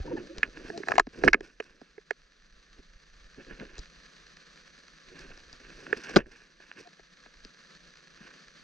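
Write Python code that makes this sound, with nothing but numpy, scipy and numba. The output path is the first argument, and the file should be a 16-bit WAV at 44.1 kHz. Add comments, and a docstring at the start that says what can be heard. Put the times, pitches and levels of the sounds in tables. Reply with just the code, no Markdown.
"""Underwater camera on gravel

A small sealed camera on a stick is moved over a gravel lake bed while a fish brushes past it.
Noise bursts (knocks) and dense random slips (rubbing, and a knock's tail at the start) ring the housing's
modes; after an opening click, water heaves as band-passed low-frequency pushes; shoves and blips are short
sines. Coloured noise hisses, electronics tick and whine; loud contact makes the gain control pull these down."""
import sys
import numpy as np
from scipy import signal
from scipy.fft import rfft, irfft
from scipy.io import wavfile
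from scipy.ndimage import uniform_filter1d, minimum_filter1d
from numba import njit

SR = 44100
rng = np.random.default_rng(int(sys.argv[2]) if len(sys.argv) > 2 else 0)


def transcribe(signal):
    """Save signal, clipped to [-1, 1], as a 16-bit WAV file at the path in sys.argv[1]."""
    frames = np.atleast_2d(signal).T
    limited = np.clip(frames, -1, 1)
    pcm = np.round(limited * 32767).astype(np.int16)
    wavfile.write(sys.argv[1], SR, pcm)


N = 380583


def undb(db):
    """Amplitude ratio from dB."""
    return 10 ** (np.asarray(db) / 20)


def level(x, db):
    """Scale x to an RMS level in dB."""
    return x * undb(db) / np.sqrt(np.mean(x ** 2))


def on_log_hz(hz, points, values):
    """Straight lines between points on a log-frequency axis."""
    return np.interp(np.log(hz + 1e-9), np.log(points), values)


def walk(rate_hz):
    """Random drift: levels held 1 / rate_hz seconds, then slewed twice."""
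    k = int(SR / rate_hz)
    held = np.repeat(rng.standard_normal(N // k + 1), k)
    return 4.0 * uniform_filter1d(uniform_filter1d(held, k), k)[:N]


def add(out, s, piece):
    """Mix a piece into out at s seconds."""
    i = int(s * SR)
    out[..., i:i + piece.shape[-1]] += piece[..., :N - i]


# housing modes, free ring: (frequency [Hz], t60 [s], level [dB])
HOUSING_MODES = [(158, 0.037, -1), (240, 0.032, 5.5), (266, 0.035, 3), (342, 0.053, -9),
                 (407.4, 0.021, 9.5), (548, 0.023, -15.5), (688, 0.01, 12.5), (1062, 0.012, 1),
                 (1254, 0.022, -8), (1700, 0.012, 4.5), (2155, 0.012, -4.5), (2501, 0.014, -6.5),
                 (2940, 0.0081, -6.5), (3457, .005, -3.5), (4178, 0.0041, 4.5), (4872, 0.005, 1.5),
                 (5520, 0.0053, -3), (6920, 0.0043, -10.5), (9000, 0.0068, -39), (11100, 0.0012, -39)]
# centres of the deep, low, hollow, body, treble and top bands: (frequency [Hz])
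BAND_HZ = [220, 420, 800, 2100, 5000, 9000]
LOW_MODE_TOP_HZ = 600


def ring(band_db, swing, damping=1, stretch=(1, 1)):
    """The housing's answer to one tap; each mode builds up over a few cycles, so the lows come late."""
    t = np.arange(4096) / SR
    hz, t60, db = np.array(HOUSING_MODES).T[:, :, None]
    gain = swing * undb(db + on_log_hz(hz, BAND_HZ, band_db))
    hz = hz * np.where(hz < LOW_MODE_TOP_HZ, *stretch)
    build_up = (1 - np.exp(-t * hz / 1.53)) ** 2
    decay = undb(-60 * damping * t / t60)
    return np.sum(gain * np.sin(2 * np.pi * hz * t) * build_up * decay, axis=0)


# rubbing strokes; the first row is the tail of a knock already under way at the start:
# (start [s], rise [s], fall [s], level [dB], body re level [dB], treble re level [dB])
RUB_STROKES = [(0, 0.0014, 0.015, -39.5, 0.5, -48), (0.038, 0.072, 0.18, -37, -17.5, -49),
               (0.165, 0.017, 0.041, -46, -2.5, -41), (0.221, 0.048, .04, -52.5, -42.5, -40),
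               (0.341, 0.027, 0.078, -43, -7.5, -30), (.432, 0.0051, 0.037, -46.5, 10, -25),
               (0.44, 0.014, 0.15, -52.5, -17, -29), (0.531, 0.043, 0.25, -47, -5, -21),
               (0.64, 0.05, .06, -51.5, -9, -4), (0.721, 0.065, 0.14, -49, -10.5, -11),
               (0.85, 0.044, 0.17, -46.5, -2, -5), (1.13, 0.12, 0.012, -41, -6, -16),
               (1.241, 0.0053, 0.082, -24, -13.5, -19.5), (1.349, 0.0093, 0.07, -46.5, -17.5, -35),
               (1.41, 0.03, 0.16, -55, 0.5, -6.5), (1.613, 0.012, 0.55, -64, 3, -6),
               (2.762, 0.022, 0.057, -59, -6, -17), (3.372, 0.028, 0.062, -50.5, -1.5, -37),
               (3.465, 0.0184, 0.067, -47.5, -5.5, -26), (3.49, 0.0085, 0.09, -42, -6.5, -24),
               (3.572, 0.024, 0.025, -51, -3, -33), (3.6, 0.0082, 0.1, -40.5, -7, -35),
               (3.686, 0.019, 0.17, -53, -2, -31), (5.07, 0.11, 0.44, -51, -1.5, -11.5),
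               (5.6, 0.348, 0.032, -49, 0, -10), (5.96, 0.011, 0.12, -47.5, 3.5, -6.5),
               (6.034, 0.0041, 0.12, -56, 11.5, 7), (6.052, 0.135, 0.0098, -39.5, -1, -8.5),
               (6.18, 0.0064, 0.07, -36.5, -8, -26.5), (6.255, 0.013, 0.067, -57, -2, -9),
               (6.31, 0.0096, 0.36, -61.5, 5, -4.5), (6.598, 0.013, 0.51, -72, 14, 3.5),
               (6.76, 0.03, 0.12, -54.5, 5, -7.5), (8.17, 0.059, 0.26, -59.5, 5, -7)]
RUB_START_DB, RUB_END_DB = -12, -11.5  # re stroke level
RUB_HOLD, RUB_LIFT = 0.06, 0.96  # shares of the fall: held at full level; contact lifting off
RUB_DAMPING = 3.45  # lasting contact: factor on decay rate
SLIPS_PER_S = 4000


def rubbing():
    """Scales, weed and gravel slide as dense uneven slips into the modes; row one is a knock's tail."""
    out, parts = np.zeros(N), []
    for band_db in [(-7, 2.0, -19.5, -61.0, -67.0, -65.0),
                    (-57.5, -56, -8.0, 9.0, -22.0, -30.0),
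                    (-73, -67.5, -63.0, -9.5, -5.5, -11.0)]:
        slips = (rng.random(N) < SLIPS_PER_S / SR) * rng.standard_normal(N)
        slips = slips * undb(2.2 * rng.exponential(size=N) + walk(80))
        rung = signal.fftconvolve(slips, ring(band_db, 1, damping=RUB_DAMPING))[:N]
        parts.append(level(rung, 0))
    low, body, treble = parts
    for s, rise, fall, stroke_db, body_db, treble_db in RUB_STROKES:
        a, n = int(s * SR), int((rise + fall) * SR)
        db = stroke_db + np.interp(np.arange(n) / SR, (0, rise, rise + RUB_HOLD * fall, rise + fall),
                                   (RUB_START_DB, 0, 0, RUB_END_DB))
        mix = low[a:a + n] + undb(body_db) * body[a:a + n] + undb(treble_db) * treble[a:a + n]
        lift = np.clip(np.arange(n, 0, -1) / (RUB_LIFT * fall * SR), 0, 1)
        soft_ends = signal.windows.tukey(n, min(200 / n, 1))
        out[a:a + n] += mix * undb(db) * lift * soft_ends
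    return out


# water heave; the first point is a click at the very start: (time [s], level [dB])
SURGE_LEVEL = [(0.0, -13), (0.04, -55), (0.65, -51.5), (0.89, -80.5), (1.01, -41), (1.15, -63),
               (1.27, -39.5), (1.58, -67), (2.15, -73), (2.4, -60.5), (3.3, -56), (3.82, -50.5),
               (4.04, -68.5), (5.0, -65.5), (5.53, -53), (6.03, -78), (6.2, -41), (6.34, -70),
               (7.04, -74.5), (7.47, -56), (7.52, -70), (8.63, -67.5)]
SURGE_BAND_HZ, BUMPS_PER_S = (14, 46), 25


def surge():
    """After an opening click, water pressure heaves on the housing in uneven band-passed pushes."""
    bumps = rng.random(N) < BUMPS_PER_S / SR
    pushes = rng.standard_normal(N) * (1 + 45 * bumps)  # short bumps over a steady push
    low = signal.sosfilt(signal.butter(3, SURGE_BAND_HZ, "band", fs=SR, output="sos"), pushes)
    heave = low * undb(walk(20))
    return level(heave, 0) * undb(np.interp(np.arange(N) / SR, *np.transpose(SURGE_LEVEL)))


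# hiss colour: (frequency [Hz], relative level [dB per Hz])
HISS_COLOUR = [(76, -35.5), (130, -11), (157, 3.5), (233, -4.5), (393, -6.5), (511, -3), (848, -17.5),
               (1170, -6), (1500, -4.5), (1730, 0), (1950, -7), (2400, -9), (3090, -11), (4500, -6),
               (5430, -15), (6190, -12.5), (7330, -25), (11500, -46.5), (15000, -72), (22000, -120)]
# hiss power common to both ports: (frequency [Hz], share [0-1])
HISS_SHARED = [(60, .95), (130, 1), (640, 0.2), (1400, 1), (3100, 0.4), (4700, 1), (10000, 1), (12000, .3)]
HISS_DB, GRAINS_PER_S = -58, 120


def hiss():
    """Grainy noise, partly shared by the two ports and partly their own: (shared, own pair)."""
    hz = np.fft.rfftfreq(N, 1 / SR)
    colour = undb(on_log_hz(hz, *np.transpose(HISS_COLOUR)))
    share = np.clip(on_log_hz(hz, *np.transpose(HISS_SHARED)), 0, 1)
    white = rng.standard_normal((3, N)) * undb(.55 * walk(60))
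    white[0] += 7 * (rng.random(N) < GRAINS_PER_S / SR) * rng.standard_normal(N)
    gain = undb(HISS_DB) / np.sqrt(np.mean(colour ** 2))
    shared = gain * irfft(rfft(white[0]) * colour * np.sqrt(share), N)
    own = gain * irfft(rfft(white[1:]) * colour * np.sqrt(1 - share), N)
    return shared, own


# whine partials: (multiple of frame rate [1], RMS level [dB])
WHINE_PARTIALS = [(199, -76), (200, -78)]
FRAME_S, FRAME_START_S, FRAME_TICK_DB = 1 / 29.97, .0296, -49
CLOCK_S, CLOCK_START_S, CLOCK_TICK_DB = .10245, .066, -44
CLOCK_SLIP_AT_S, CLOCK_SLIP_S = 8.0, .015


def electronics():
    """A faint tick each frame, a stronger one on a slower clock, and a thin whine locked to the frames."""
    t, out = np.arange(N) / SR, np.zeros(N)
    tick = ring((-30.0, -36.5, -13.5, -4.5, -2.5, -11.5), 1)
    tick /= np.abs(tick).max()
    frames = np.arange(FRAME_START_S, N / SR, FRAME_S)
    slow = np.arange(CLOCK_START_S, N / SR - CLOCK_S, CLOCK_S)
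    slow += (slow > CLOCK_SLIP_AT_S) * CLOCK_SLIP_S
    for times, db in ((frames, FRAME_TICK_DB), (slow, CLOCK_TICK_DB)):
        for s, c in zip(times, rng.standard_normal(len(times))):
            add(out, s, undb(db + 2 * c) * tick)
    for k, db in WHINE_PARTIALS:
        out += undb(db) * np.sqrt(2) * np.sin(2 * np.pi * k / FRAME_S * t)
    return out


# short tones: (start [s], length [s], start pitch [Hz], end pitch [Hz], level [dB])
BLIP_TONES = [(0.005, 0.048, 756, 777, -55), (0.073, 0.015, 954, 903, -40.5), (.102, 0.03, 480, 512, -29.5),
              (0.105, 0.024, 970, 910, -42), (0.075, 0.021, 320, 313, -36.5),
              (0.127, 0.02, 315, 320.3, -25.5), (0.149, 0.011, 355, 356.6, -26),
              (0.166, 0.019, 1860, 1660, -39), (0.159, 0.028, 966, 773, -41.5),
              (0.185, 0.044, 419, 329.6, -40), (0.283, 0.05, 503, 572, -44.5),
              (.286, 0.037, 333, 326, -39.5), (0.322, 0.022, 335, 340, -43), (0.701, 0.091, 346, 341, -43),
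              (0.721, 0.058, 670, 693, -39), (6.774, 0.02, 351, 360, -49), (6.79, 0.024, 475, 457, -47.5),
              (6.844, 0.043, 713, 706, -50), (8.202, 0.021, 213.6, 186, -45)]


def blips():
    """Short tones that swell, glide and stop, as trapped air gurgles or the mount creaks."""
    out = np.zeros(N)
    for s, length, start_hz, end_hz, db in BLIP_TONES:
        n = int(length * SR)
        phase = 2 * np.pi * np.cumsum(np.linspace(start_hz, end_hz, n)) / SR
        swell = np.sin(np.pi * np.linspace(0, 1, n) ** 1.5)
        add(out, s, undb(db) * swell * np.sin(phase))
    return out


# blows: (time [s], level [dB], spot, tilt [dB per octave], extra lows [dB], contact [ms],
# left minus right [dB])
KNOCK_BLOWS = [(0.382, -29.5, "mount", 3.5, -10.5, 1.2, 1.5), (0.43, -6.5, "shell", 8, 8.5, 0.1, -1),
               (0.7, -24.5, "base", 2, -7.5, 2.2, -3.5), (0.7755, -27.5, "grit", 0, 5.5, 1.1, 3),
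               (0.8017, -31, "base", -3.5, 9.5, 2.5, -3), (0.8334, -26, "shell", -4, 3, 1.4, 0),
               (0.872, -30.5, "hollow", -2, 7.5, 1.3, 0), (0.8838, -15, "hollow", 3.5, 9, 2.75, -5),
               (0.8971, -32, "hollow", -4, 10.5, 3.5, 16), (0.907, -28, "hollow", 0, 5, 4.8, 15),
               (0.9176, -10.5, "hollow", 1, -11, 1.6, -2), (0.937, -27.5, "hollow", -5.5, 6, 1.6, 7),
               (0.9542, -23, "hollow", 3.5, 19, 2.4, 0), (0.963, -29, "base", 7, 6.5, 4, -3),
               (0.9801, -4, "hollow", 1.7, -3.5, 2.9, 2.5), (0.9959, -4, "hollow", 5.5, 11, 1.5, 2),
               (1.0686, -31.5, "mount", -4, -7.5, 0.95, -1), (1.221, -32.5, "base", 1, 0.5, 2, 0),
               (1.2363, -9, "base", 1.8, -4, 0.93, -3), (1.2689, -16, "base", -4.5, 4, 0.92, -5.5),
               (1.277, 0, "shell", -4, -2, 0.41, -5), (1.2817, -4.5, "shell", 4, -1.5, 1.16, 3.5),
               (1.3313, -4.5, "shell", 7.5, 6.5, 2, 0), (1.3418, -6.5, "shell", 2, 9.5, 1.6, 0.5),
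               (1.4064, -29.5, "base", 6, 3.5, 1.9, 0.5), (1.6, -21, "face", 0.5, 0.5, 4.4, -2.5),
               (1.814, -39.5, "mount", -2.1, -3, 1.4, -4), (1.979, -35.5, "face", -2.5, 4.5, 3.5, -1),
               (2.1071, -16, "face", 3.5, 2.5, 2.2, -2.5), (2.786, -51, "mount", 0.5, 2.5, 2.4, -2.5),
               (3.377, -41.5, "mount", -5, 1, 2.9, -4), (3.5094, -38, "shell", -2, 10, 1.1, -13),
               (3.5972, -33.5, "shell", 9, 8, 0.92, -2), (3.7807, -34.5, "grit", 3.5, 8, 1.9, 0),
               (3.7893, -35.5, "mount", 4, 1.5, 4.4, 5), (5.375, -40, "grit", -2.5, -12, 1.4, 3.5),
               (5.5282, -36, "mount", 4, 8, 1.5, 0), (5.9277, -10, "face", 2.85, 4.5, 0.55, -1.5),
               (6.036, -44, "grit", 5, -7, 2, 10), (6.0943, -31.5, "grit", 1.5, 4, 2.8, 5),
               (6.16, -9.5, "whole", 2, -2, 5.1, 1), (6.164, -0.5, "whole", -1, -2.5, 1.3, -2),
               (6.169, -2, "whole", -1, 3, 1.5, 5.5), (6.176, -29.5, "grit", 1, -20, 0.86, 8),
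               (6.219, -48, "base", -2, 5, 1.5, 4), (6.2586, -46, "shell", -8, -3.5, 1.4, -4),
               (6.601, -41.5, "base", 1, -5.5, 2.44, -1), (6.872, -42.5, "grit", 1, -3, 0.9, 1),
               (6.994, -45.5, "base", -2, -16, 1.2, 7.5), (7.26, -42, "shell", -10.5, -21, 0.9, 3.5),
               (7.4483, -33.5, "mount", 5.5, 7.5, 0.89, 1.5)]
# answer where struck, spot: (deep [dB], low [dB], hollow [dB], body [dB], treble [dB], top [dB], thump [dB])
SPOT_ANSWERS = {"shell": (-29.5, -20, -20.5, 1, -23.5, -28.5, -42.5),
                "hollow": (-31.5, -14, -1, -7, -20, -7, -40), "base": (-26, 9, -7.5, -6, -20, -16.5, -26.5),
                "mount": (-7, -13.5, -15.5, -18.5, -6.5, -10.5, -7.5),
                "face": (-52, -9, -17.5, -4.5, -24, -18, -41.5), "grit": (-28, -9.5, -16, -19, -3, -6, -28),
                "whole": (-20.5, 0.5, -1, -9, -4.5, 0.5, -28.5)}
# loaded housing, spot: (low-mode pitch factor [1], high-mode pitch factor [1])
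SPOT_PITCH = {"face": (1.05, 1), "whole": (.9, .85)}
# gripped housing, spot: decay rate factor [1]
SPOT_DAMPING = {"whole": 1.7}
THUMP_HZ, THUMP_T60_S = 45, 0.0072
RATTLE_DB, RATTLE_T60_S = -29, 0.031


def knocks():
    """A blow, its chatter and a faint rattle ring the modes; the push on the whole housing thumps."""
    out, t = np.zeros((2, N)), np.arange(4096) / SR
    chance = rng.standard_normal((len(KNOCK_BLOWS), len(t) + len(HOUSING_MODES)))
    thump = np.sin(2 * np.pi * THUMP_HZ * t) * undb(-60 * t / THUMP_T60_S)
    octaves = np.append(np.log2(np.array(BAND_HZ) / 1000), 0)  # the thump does not tilt
    lows = np.append(np.array(BAND_HZ) < LOW_MODE_TOP_HZ, 0)
    for (s, knock_db, spot, tilt_db, low_db, contact_ms, pan_db), c in zip(KNOCK_BLOWS, chance):
        *band_db, thump_db = SPOT_ANSWERS[spot] + tilt_db * octaves + low_db * lows
        chatter = 0.14 * np.exp(-(t / (contact_ms / 1000)) ** 2)
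        rattle = undb(RATTLE_DB - 60 * t / RATTLE_T60_S)
        blow = c[:len(t)] * (chatter + rattle)
        blow[:12] += np.hanning(12) / 3  # the first touch
        swing = undb(1.8 * c[len(t):, None])  # each blow lands a little apart
        answer = ring(band_db, swing, damping=SPOT_DAMPING.get(spot, 1), stretch=SPOT_PITCH.get(spot, (1, 1)))
        knock = signal.fftconvolve(blow, answer)[:len(t)]
        side = undb(np.array([[pan_db], [-pan_db]]) / 2)
        add(out, s, undb(knock_db) * (side * knock / np.abs(knock).max() + undb(thump_db) * thump))
    return out


# shoves of water or stick on the whole housing: (time [s], level [dB])
HOUSING_SHOVES = [(0.382, -37.5), (1.01, -39.5), (1.275, -27.5), (2.25, -61.5), (2.79, -45), (2.958, -47),
                  (3.381, -50), (3.532, -42), (3.791, -34), (5.372, -53.5), (5.532, -47.5), (5.966, -51.5),
                  (6.168, -32.5), (7.448, -47)]
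SHOVE_HZ, SHOVE_T60_S = 42, .07


def shoves():
    """Each shove is one heavily damped swing of the housing."""
    out, t = np.zeros(N), np.arange(4096) / SR
    swing = np.sin(2 * np.pi * SHOVE_HZ * t) * undb(-60 * t / SHOVE_T60_S)
    for s, shove_db in HOUSING_SHOVES:
        add(out, s, undb(shove_db) * swing / swing.max())
    return out


@njit
def duck(over_db, depth, deepest_db, quick_db_per_s, build_per_s, slow_db_per_s):
    """Gain loss in dB: a deep part that lets go quickly and a part that piles up and drains slowly."""
    loss, deep, piled = np.empty(len(over_db)), 0., 0.
    for i in range(len(over_db)):
        deep = max(deep - quick_db_per_s / SR, min(depth * over_db[i], deepest_db))
        piled = max(piled + (build_per_s * over_db[i] - slow_db_per_s) / SR, 0.)
        loss[i] = deep + piled
    return loss


def gain_control(contact):
    """Gain on the steady sounds, pulled down while contact peaks exceed the threshold, then recovering."""
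    peak = -minimum_filter1d(-np.abs(contact.mean(axis=0)), size=131)
    over_db = np.maximum(20 * np.log10(peak + 1e-9) + 10, 0)  # threshold -10 dB
    loss_db = duck(over_db, 2.9, 22.0, 150.0, 80.0, 4.57)
    return undb(-uniform_filter1d(loss_db, size=441))


# the two microphone ports: (frequency [Hz], left minus right [dB], left lead [rad])
PORT_RESPONSE = [(60, -1.5, 0.16), (201, 6, 0.32), (375, -5, 0.53), (871, 5, 1.5), (1330, -1.5, 0.62),
                 (2060, -5, 0.82), (2740, -5, 0.36), (4180, 0, 1.6), (4400, 2.5, 0), (8000, -1.5, 0.4),
                 (13000, -5.5, 0.43)]


def ports(x):
    """Each port hears the housing with its own level and lead."""
    hz = np.fft.rfftfreq(N, 1 / SR)
    points, db, lead = np.transpose(PORT_RESPONSE)
    half = undb(on_log_hz(hz, points, db) / 2) * np.exp(.5j * on_log_hz(hz, points, lead))
    return irfft(rfft(x) * np.array([half, 1 / half]), N)


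def scene():
    """Contact, water and ducked steady sounds reach both ports; each port adds its own ducked hiss."""
    contact = knocks() + rubbing() + blips()
    gain = gain_control(contact)
    shared, own = hiss()
    steady = gain * (shared + electronics())
    return ports(contact + surge() + shoves() + steady) + gain * own


TOP_HZ = 16000


def record(dry):
    """The recorder rounds the loudest peaks and cuts the top."""
    rounded = np.tanh(0.82 * dry) / 0.83
    return signal.sosfilt(signal.ellip(8, .2, 70, TOP_HZ, fs=SR, output="sos"), rounded)


dry = scene()
out = record(dry)
transcribe(out)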